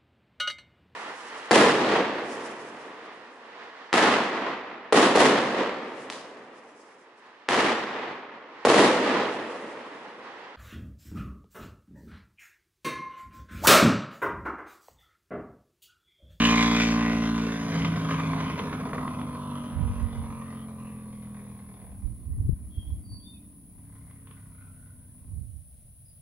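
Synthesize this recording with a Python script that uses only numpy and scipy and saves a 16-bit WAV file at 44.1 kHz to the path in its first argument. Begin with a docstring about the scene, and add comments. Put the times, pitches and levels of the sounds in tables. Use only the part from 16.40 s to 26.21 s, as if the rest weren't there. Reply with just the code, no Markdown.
"""Verge of a country road between trees, two microphone ports, a motorcycle riding away from about 35 m.
The twin pulls for a second, then the throttle shuts and the revs sink: the exhaust burbles and pops, coasts
smoothly and burbles again far off. It is built from drone orders, filtered firing pulses, puffs of noise and pops.
Gusts bump the ports as noise and single pushes; insects buzz in the grass as bands of noise, over faint air,
leaves and hiss; a bird whistles a few notes as gliding sines. The trees return a diffuse noise echo."""
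import sys
import numpy as np
from scipy import signal
from scipy.fft import rfft, irfft, next_fast_len
from scipy.io import wavfile
from scipy.ndimage import uniform_filter1d, map_coordinates

SR = 44100
rng = np.random.default_rng(int(sys.argv[2]) if len(sys.argv) > 2 else 0)


def transcribe(signal):
    """Save signal, clipped to [-1, 1], as a 16-bit WAV file at the path in sys.argv[1]."""
    frames = np.atleast_2d(signal).T
    limited = np.clip(frames, -1, 1)
    pcm = np.round(limited * 32767).astype(np.int16)
    wavfile.write(sys.argv[1], SR, pcm)


N = 432621

# Meadow. Spectra of insects and distant air: pitch_hz [Hz], density_db [dB per Hz, relative]
INSECT_SPECTRUM = [(4410, -70), (7500, -44), (8110, -20.5), (8810, -14), (9260, -7), (9610, -1),
                   (10500, 3.5), (11200, -5.5), (11700, -34), (12000, -25.5), (15600, -55), (22000, -120)]
AIR_SPECTRUM = [(20, -9.5), (70, 5.5), (130, -1), (250, -18.5), (420, -31.5), (620, -23), (950, -43),
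                (2000, -42.5), (4000, -40.5), (6000, -44.5), (9000, -44)]
# one lower buzzer, leaves and hiss: pitch_hz [Hz], density_db [dB per Hz, relative]
BUZZER_SPECTRUM = [(7600, -42.5), (8400, -6.0), (8850, -1), (9200, -32.5), (9800, -66)]
LEAF_SPECTRUM = [(300, -35.0), (800, -3.5), (3800, -9), (7000, -8.5), (12000, -29.0)]
HISS_SPECTRUM = [(11000, -58.0), (13000, -12.0), (15000, -9.5)]
# insect levels before flutter and panning: time_s [s], level_db [dB]
CHORUS_LEVELS = [(0, -61), (1.5, -59), (3.3, -54.5), (5, -56), (9.8, -57.5)]
BUZZER_LEVELS = [(7, -100), (7.5, -75.5), (8.3, -73.5), (9.8, -76)]

# Decay of the echo among the trees: pitch_hz [Hz], t60_s [s]
TREE_DECAY = [(200, .3), (1500, 0.44), (4000, .4), (10000, 0.068)]
# Bird whistles: start_s [s], length_s [s], start_hz [Hz], end_hz [Hz], peak_db [dB before flutter]
BIRD_NOTES = [(6.296, 0.17, 3316, 3200, -60), (6.457, 0.051, 3306, 3260, -61),
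              (6.629, 0.072, 4690, 4570, -69.5), (6.68, 0.11, 4570, 4550, -54.5),
              (6.788, 0.072, 4610, 4540, -57), (6.797, 0.019, 3330, 3280, -63),
              (6.828, 0.097, 3547, 3636, -55), (6.93, 0.062, 2610, 2460, -68),
              (9.64, 0.085, 4990, 4870, -71.5)]

# Wind noise at the ports: pitch_hz [Hz], density_db [dB per Hz, relative]
BUFFET_SPECTRUM = [(15, -37), (35, -5), (65, 5), (100, 1), (150, -12.5), (250, -23.5), (500, -44.5),
                   (1200, -78.5)]
# Gusts on the ports: start_s [s], end_s [s], level_db [dB before flutter], left_minus_right_db [dB]
GUST_SPANS = [(3.34, 3.944, -44, -2), (5.535, 6.747, -42.5, -3.5), (8.905, 9.14, -42, -9)]
GUST_EDGE_DB_PER_S = 124
# Strongest buffets: centre_s [s], half_length_s [s, to 1/e], peak_db [dB], left_minus_right_db [dB]
GUST_BUFFETS = [(3.425, 0.05, -28, -31), (3.514, 0.027, -31, 21), (3.633, 0.048, -29, -36),
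                (3.804, 0.056, -36.5, -17), (5.672, 0.028, -30.5, -35), (5.908, 0.031, -31, -13),
                (5.988, 0.035, -31, 13), (6.03, 0.043, -30.5, -21), (6.094, 0.045, -27.5, 22),
                (6.394, 0.021, -39, 4.5), (6.54, .05, -42, -6), (6.727, 0.025, -42, 7),
                (8.97, 0.072, -39, -14)]
# Eddies that hit a port: centre_s [s], peak_db [dB], left_minus_right_db [dB], half_length_s [s, to zero]
EDDY_THUMPS = [(3.41, -19.5, -31, 0.0018), (3.64, -26, -23, 0.0037), (5.658, -25, -22, 0.0048),
               (6.096, -13.5, 32, 0.002), (6.094, -24, 24, 0.00097), (6.135, -18.5, 9, 0.0033),
               (6.383, -21.5, -6, 0.0036), (8.94, -29, -10, 0.0036)]

# The ride away, and what the grass absorbs
START_M, SPEED_M_PER_S, GROUND_DB_PER_M = 35.4, 23.07, 0.08
# Engine cycles, two firings each, before wavering: time_s [s], cycle_hz [Hz]
ENGINE_REVS = [(0, 57.8), (.5, 57.4), (1, 56.4), (2, 52.7), (5.5, 39), (6.3, 38.5), (9, 30), (9.8, 28.2)]
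# share by which the revs waver: always, and added at full roughness
WANDER, ROUGH_WANDER = .0005, .0035
# Stages of the ride: start_s [s], burble_db and bark_db [dB as at the starting distance],
# brightness_db [dB, relative], roughness [0-1]
RIDE_STAGES = [ (0, -42, -0.5, 7.5, 0.18), (.52, -38, -1, 2, 0.34), (1.27, -25, 3, -1, 0.9),
               (2.22, -24, 5.5, -8, 0.97), (2.8, -28.5, -0.5, -5, 0.57), (4.2, -31.5, -3.5, -5.5, .52),
               (5.57, -25.5, -11, -9, .7), (7.42, -27, -3, -4.5, 0.77), (8.55, -25, -5.5, -5.5, .8),
               (9.0, -41, -19, -15, .75), ]
CHANGE_S = 0.22  # one stage blends into the next

# Exhaust drone in each engine state: order [multiple of the cycle rate], level_db [dB, relative]
PULL_ORDERS = [(1, -7.5), (2, -11), (3, -2.5), (4, 5), (5, -1.5), (6, -22.5), (7, -18.5), (20, -18.5)]
OVERRUN_ORDERS = [(2, -8), (3, 7), (4, -21), (5, -2.5)]
COAST_ORDERS = [(2, -10), (3, -2), (4, -9), (5, 3), (6, -10), (10, -24), (11, -22), (12, -22), (13, -19),
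                (27, -19)]
ROLL_ORDERS = [(5, -2), (6, -4.5), (7, -6), (8, 1)]
FAR_OVERRUN_ORDERS = [(3, -0.5), (4, -7.5), (5, -12.5), (8, -19)]
# When each drone holds: start_s [s], end_s [s], level_db [dB at the starting distance],
# rise [dB per s], fall [dB per s], orders [one of the tables above]
DRONE_SPANS = [ (0, 1.027, -21, 60, 43.5, PULL_ORDERS), (1.374, 1.89, -20.5, 94, 33, OVERRUN_ORDERS),
               (3.128, 5.097, -20.5, 8.5, 18.5, COAST_ORDERS), (6.704, 8.852, -31.5, 14.5, 32, ROLL_ORDERS),
               (7.45, 8.704, -20.5, 130, 19, FAR_OVERRUN_ORDERS), ]
MUFFLER_LAG = .42  # radians times the order squared

# Voices of the exhaust, low to high: pitch_hz [Hz], density_db [dB per Hz, relative]
MUFFLER_SPECTRUM = [(30, -27), (70, -0.5), (130, -1), (200, 5), (290, -1.5), (350, -13), (500, -26),
                    (900, -79)]
PIPE_SPECTRUM = [(280, -48), (390, 3.5), (470, 5), (550, 0.5), (690, 4), (830, -3), (1050, -47)]
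RING_SPECTRUM = [(650, -37), (870, -7.5), (990, 4), (1090, 1), (1160, 1.5), (1300, -4.5), (1700, -49.5)]
RASP_SPECTRUM = [(1100, -32.5), (1450, 0), (1800, -1.5), (2200, -1.5), (2500, -5.5), (3000, -46.5)]
SIZZLE_SPECTRUM = [(2000, -39.5), (2550, -8), (2900, -7.5), (3500, -6.5), (4000, -11), (5000, -17),
                   (6300, -15.5), (7600, -27), (15500, -50)]
SPIT_SPECTRUM = [(2800, -28.5), (4300, -0.5), (6300, -1.5), (7600, -14.5), (15500, -37)]
# balance of the bark's voices, dB before brightness and distance
PIPE_DB, RING_DB, RASP_DB, SIZZLE_DB, SPIT_DB = -37, -36.5, -39.5, -41.5, -59.5
# dB of ring and of spit for each dB of brightness
RING_FOLLOWS, SPIT_FOLLOWS = .4, 1.9
# the ring stands out for a while
SWELL_S, SWELL_WIDTH_S, SWELL_DB = 3.15, 1.13, 7.5
# dB for each dB lost to distance: the rasp gains on the other voices, the sizzle fades slightly against them
RASP_CARRIES, SIZZLE_FADES = 0.12, .05
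# Surges of the rasp around one pitch: centre_s [s], half_length_s [s, to 1/e], centre_hz [Hz], lift_db [dB]
RASP_FLARES = [(.04, 0.042, 3040, 10), (.19, 0.064, 2100, 8.5), (.42, .08, 2455, 6), (.69, 0.093, 2100, 8),
               (1.7, .1, 3150, 4.5), (2.1, 0.095, 3150, 6.5), (3.3, 0.34, 3130, 6.5),
               (4.2, 0.048, 3220, 13), (4.5, .12, 2750, 12), (4.98, 0.055, 2200, 8.5), (7.7, .3, 1960, 5.5),
               (8.28, 0.27, 1340, 20.5)]
FLARE_OCTAVES = 0.2

# Unburnt fuel pops in the pipe: start_s [s], thud_db [dB, relative], snap_db [dB, relative]
FUEL_POPS = [(1.421, -23.5, -21.5), (1.448, -22, -19), (1.933, -21, -36), (1.979, -28, -35),
             (2.191, -24.5, -21.5), (2.326, -25.5, -33), (2.532, -20.5, -34), (2.58, -22, -38),
             (2.678, -24, -32), (2.814, -29.5, -35), (7.71, -48, -53), (7.871, -44, -45),
             (7.91, -42.5, -43)]
POP_T60_S = 0.029
# Spectra of the pops: pitch_hz [Hz], gain_db [dB, relative]
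THUD_SPECTRUM = [(100, -1), (200, 3), (400, -1), (750, -14), (1080, 6.5), (1500, -5.5), (2300, -7.5),
                 (4000, -41), (9000, -67)]
SNAP_SPECTRUM = [(1000, -33), (2300, 1), (3400, -1), (4500, -18), (9000, -46), (14000, -68)]

# Echo at the start; dB gained on the direct sound for each dB lost to distance
ECHO_DB, ECHO_GROWS = -10, 0.23
TOP_HZ = 15800


def amp(db):
    """Decibels to gain."""
    return 10 ** (np.asarray(db) / 20)


def unit(x):
    """Scaled to rms 1."""
    return x / np.sqrt(np.mean(x ** 2) + 1e-20)


def along(points, hz):
    """Interpolate (Hz, value) points on a log frequency axis."""
    f, v = np.transpose(points)
    return np.interp(np.log(hz + 1), np.log(f + 1), v)


def curves(rows):
    """One value per sample for each column after the time."""
    s, *cols = np.transpose(rows)
    return [np.interp(np.arange(N) / SR, s, c) for c in cols]


def held(start, end, rise, fall):
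    """Attack, hold and release in dB; rise and fall in dB per second."""
    t = np.arange(N) / SR
    return np.minimum(0, np.minimum((t - start) * rise, (end - t) * fall))


def wobble(rate):
    """A smooth random curve, rate knots a second."""
    knots = rng.standard_normal(int(N * rate / SR) + 4)
    return map_coordinates(knots, [np.arange(N) * rate / SR])


def filtered(x, response):
    """x times a complex response of frequency."""
    m = next_fast_len(N + SR // 2)
    return irfft(rfft(x, m) * response(np.fft.rfftfreq(m, 1 / SR)), m)[..., :N]


def coloured(x, spectrum, size=8192):
    """x through a causal, minimum-phase filter with the given spectrum."""
    gain = amp(along(spectrum, np.fft.rfftfreq(size, 1 / SR)))
    # folding the cepstrum puts all the ringing after the pulse
    cepstrum = irfft(np.log(gain))
    cepstrum[1:size // 2] *= 2
    cepstrum[size // 2 + 1:] = 0
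    ring = irfft(np.exp(rfft(cepstrum)))
    return filtered(x, lambda hz: rfft(ring, 2 * (len(hz) - 1)))


def pair(spectrum, side_db):
    """Stereo noise of rms 1; side_db sets the width."""
    mid, side = coloured(rng.standard_normal((2, N)), spectrum)
    side = amp(side_db) * side
    return unit(np.array([mid + side, mid - side]))


def panned(db):
    """Left and right gains of mean 1 for an L-R difference."""
    gains = amp([db / 2, -db / 2]).reshape(2, -1)
    return gains / gains.mean(axis=0)


def smear(t60):
    """A dense train of dying reflections spreads a pulse in time with little colouring."""
    t = np.arange(SR // 10) / SR
    response = rng.standard_normal(len(t)) * amp(-60 * t / t60)
    # flatten the spectrum, trim, repeat
    for _ in range(3):
        z = rfft(response, 2 * len(t))
        response = irfft(z / np.abs(z))[:len(t)]
    return response


def meadow():
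    """A chorus of insects, one lower buzzer that joins late, distant air, leaves and faint hiss."""
    chorus_db, = curves(CHORUS_LEVELS)
    chorus_db = chorus_db + 0.54 * wobble(25) + .25 * wobble(8)
    chorus = amp(chorus_db) * pair(INSECT_SPECTRUM, side_db=0.5) * panned(2)
    buzzer_db, = curves(BUZZER_LEVELS)
    buzzer = amp(buzzer_db) * pair(BUZZER_SPECTRUM, side_db=-7.0)
    # only the left microphone hisses
    hiss = amp(-62) * unit(coloured(rng.standard_normal(N), HISS_SPECTRUM)) * np.array([[1], [0]])
    air = amp(-53.0 + 1.4 * wobble(8.3)) * pair(AIR_SPECTRUM, side_db=-10)
    leaves = amp(-77.5) * pair(LEAF_SPECTRUM, side_db=3.5)
    return chorus + buzzer + hiss + air + leaves


def trees(x):
    """Diffuse stereo echo from the trees, which scatter little bass."""
    hz, t, z = signal.stft(rng.standard_normal((2, SR // 2)), SR, nperseg=256)
    decay = amp(-60 * t / along(TREE_DECAY, hz)[:, None])
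    tail = signal.istft(z * decay, SR, nperseg=256)[1]
    echo = signal.fftconvolve(x[None], tail / np.linalg.norm(tail[0]), axes=1)[:, :N]
    return filtered(echo, lambda hz: hz / (hz + 700))


def bird():
    """Gliding, fluttering whistles that linger among the trees."""
    song = np.zeros(N + SR)
    for s, length, start_hz, end_hz, db in BIRD_NOTES:
        u = np.linspace(0, 1, int(length * SR))
        phase = 2 * np.pi * np.cumsum(start_hz + (end_hz - start_hz) * u) / SR
        song[round(s * SR):][:len(u)] += amp(db) * np.sin(np.pi * u) * np.sin(phase)
    flutter = amp(1.8 * wobble(70) + 2.2 * wobble(500))
    song = song[:N] * flutter
    return song + amp(0.5) * trees(song)


def wind():
    """Gusts buffet each port on its own; single eddies give a soft push."""
    force, t = np.zeros((2, N)), np.arange(N) / SR
    for start, end, db, pan_db in GUST_SPANS:
        gust_db = db + held(start, end, GUST_EDGE_DB_PER_S, GUST_EDGE_DB_PER_S)
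        force += amp(gust_db) * panned(pan_db)
    force *= amp(3 * np.array([wobble(8.1), wobble(18)]))
    for s, length, db, pan_db in GUST_BUFFETS:
        force += amp(db) * panned(pan_db) * np.exp(-((t - s) / length) ** 2)
    out = force * pair(BUFFET_SPECTRUM, side_db=-3.5)
    for s, db, pan_db, length in EDDY_THUMPS:
        u = (t - s) / length
        push = (1 - u * u) * np.exp(-u * u / 2)
        out += amp(db) * panned(pan_db) * push
    return out


def distance_db():
    """Level change as the bike recedes: spreading plus loss over the grass."""
    travelled = SPEED_M_PER_S * np.arange(N) / SR
    return -20 * np.log10(1 + travelled / START_M) - GROUND_DB_PER_M * travelled


def stages():
    """Burble dB, bark dB, brightness dB and roughness at each sample."""
    start, *cols = np.transpose(RIDE_STAGES)
    now = np.searchsorted(start[1:], np.arange(N) / SR)
    return [uniform_filter1d(c[now], int(CHANGE_S * SR)) for c in cols]


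def firings(cycles, scatter_db, jitter):
    """One pulse per firing; two unequal cylinders fire unevenly spaced, jitter in seconds."""
    second_cylinder = .385  # share of a cycle after the first
    turns = (np.arange(int(cycles[-1]))[:, None] + [0, second_cylinder]).ravel()
    chance = rng.standard_normal((len(turns), 2))
    at = np.interp(turns, cycles, np.arange(N)) + jitter * SR * chance[:, 0]
    strength = amp(scatter_db * np.clip(chance[:, 1], -2, 1.5)) * np.resize([1, .55], len(turns))
    # a short sinc places each pulse between samples
    taps = at.astype(int)[:, None] + np.arange(-7, 9)
    pulses = strength[:, None] * np.sinc(taps - at[:, None])
    return np.bincount(np.clip(taps, 0, N - 1).ravel(), pulses.ravel(), N)


def drone(cycles, rough):
    """The exhaust's orders of the cycle rate; their balance changes with the engine's state."""
    out = np.zeros(N)

    def beat(k):
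        """The muffler delays the higher orders more, which rounds each beat."""
        return np.sin(2 * np.pi * k * cycles - MUFFLER_LAG * k * k)

    for start, end, level_db, rise, fall, orders in DRONE_SPANS:
        tone = np.zeros(N)
        for k, db in orders:
            # the higher orders waver most
            waver_db = .5 * np.sqrt(k) * rough * wobble(10)
            tone += amp(db + waver_db) * beat(k)
        out += amp(level_db + held(start, end, rise, fall)) * unit(tone)
    return out


def burble(cycles):
    """Firings of uneven strength roll through the muffler's chambers."""
    pulses = firings(cycles, scatter_db=2.0, jitter=.003)
    thuds = signal.fftconvolve(pulses, smear(t60=0.3))[:N]
    return unit(coloured(thuds, MUFFLER_SPECTRUM))


def patchy(x, depth_db, flares=()):
    """Moving air makes patches of the spectrum swell and fade; each flare lifts one narrow band."""
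    hz, t, z = signal.stft(x, SR, nperseg=1024)
    patch = np.outer(np.hanning(13), np.hanning(23))
    field = signal.fftconvolve(rng.standard_normal(z.shape), patch, 'same')
    gain_db = depth_db * unit(field)
    for s, length, centre_hz, db in flares:
        band = np.exp(-(np.log2((hz + 1) / centre_hz) / FLARE_OCTAVES) ** 2)
        gain_db = gain_db + db * np.outer(band, np.exp(-((t - s) / length) ** 2))
    return signal.istft(z * amp(gain_db), nperseg=1024)[1][:N]


def bark(cycles, bright_db, rough):
    """Each firing rings the pipe and puffs turbulent gas; rough running gives more puff than ring."""
    t = np.arange(SR // 20) / SR
    clean_pulses = firings(cycles, scatter_db=2, jitter=.00001)
    clean = unit(signal.fftconvolve(clean_pulses, smear(t60=0.065))[:N])
    even = firings(cycles, scatter_db=7, jitter=.0003)
    uneven = firings(cycles, scatter_db=5.5, jitter=0.0023)
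    puff_pulses = (1 - rough ** 2) * even + rough ** 2 * uneven
    gate = signal.fftconvolve(puff_pulses, amp(-60 * t / 0.081))[:N]
    puffs = unit((unit(gate) + 0.2) * rng.standard_normal(N))

    def voice(spectrum, share):
        """Ring and puff in one band; share is the puff's part of the power."""
        return unit(coloured(np.sqrt(1 - share) * clean + np.sqrt(share) * puffs, spectrum))

    swell_db = SWELL_DB * np.exp(-((np.arange(N) / SR - SWELL_S) / SWELL_WIDTH_S) ** 2)
    ring_db = RING_DB + RING_FOLLOWS * bright_db + swell_db
    # the low voices stay tonal longest, the high ones turn to noise first
    pipe = amp(PIPE_DB) * voice(PIPE_SPECTRUM, rough ** 1.6)
    ring = amp(ring_db) * voice(RING_SPECTRUM, rough ** 1.6)
    far_db = distance_db()
    rasp = amp(RASP_DB - RASP_CARRIES * far_db) * voice(RASP_SPECTRUM, rough)
    sizzle = amp(SIZZLE_DB + SIZZLE_FADES * far_db) * voice(SIZZLE_SPECTRUM, np.sqrt(rough))
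    # the top edge grows fastest with brightness
    spit = amp(SPIT_DB + SPIT_FOLLOWS * bright_db) * unit(coloured(puffs, SPIT_SPECTRUM))
    body = patchy(pipe + ring, depth_db=2.02)
    edge = amp(bright_db) * patchy(rasp + sizzle, depth_db=2.5, flares=RASP_FLARES)
    sputter = amp(0.56 * rough * wobble(16))
    return sputter * (body + edge + spit)


def pops():
    """Afterfire in the hot pipe: a dull thud and a bright snap."""
    thuds, snaps = np.zeros((2, N + SR))
    for s, thud_db, snap_db in FUEL_POPS:
        crack = smear(t60=POP_T60_S)
        crack = crack / np.abs(crack).max()
        thuds[round(s * SR):][:len(crack)] += amp(thud_db) * crack
        snaps[round(s * SR):][:len(crack)] += amp(snap_db) * crack
    return amp(13.5) * coloured(thuds, THUD_SPECTRUM) + amp(10) * coloured(snaps, SNAP_SPECTRUM)


def motorcycle():
    """The whole engine, slightly to the right; its echo gains on the direct sound as it recedes."""
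    burble_db, bark_db, bright_db, rough = stages()
    rough, far_db = np.clip(rough, 0, 1), distance_db()
    waver = 1 + (WANDER + ROUGH_WANDER * rough ** 2) * wobble(12)
    cycles = np.cumsum(curves(ENGINE_REVS)[0] * waver) / SR
    sharp = amp(far_db + bark_db) * bark(cycles, bright_db, rough) + pops()
    low = drone(cycles, rough) + amp(burble_db) * burble(cycles)
    direct = sharp + amp(far_db) * low
    lag = .00008  # s between the ports, the right one first
    ports = filtered(direct, lambda hz: np.exp(1j * np.pi * hz * lag * np.array([[-1], [1]])))
    echo = trees(amp(ECHO_DB - ECHO_GROWS * far_db) * sharp)
    return (ports + echo) * panned(-0.32)


def scene():
    """Everything at the roadside, from the meadow to the motorcycle."""
    return meadow() + bird() + wind() + motorcycle()


def record(dry):
    """The microphone chain keeps nothing above its band limit."""
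    return filtered(dry, lambda hz: hz < TOP_HZ)


dry = scene()
out = record(dry)
transcribe(out)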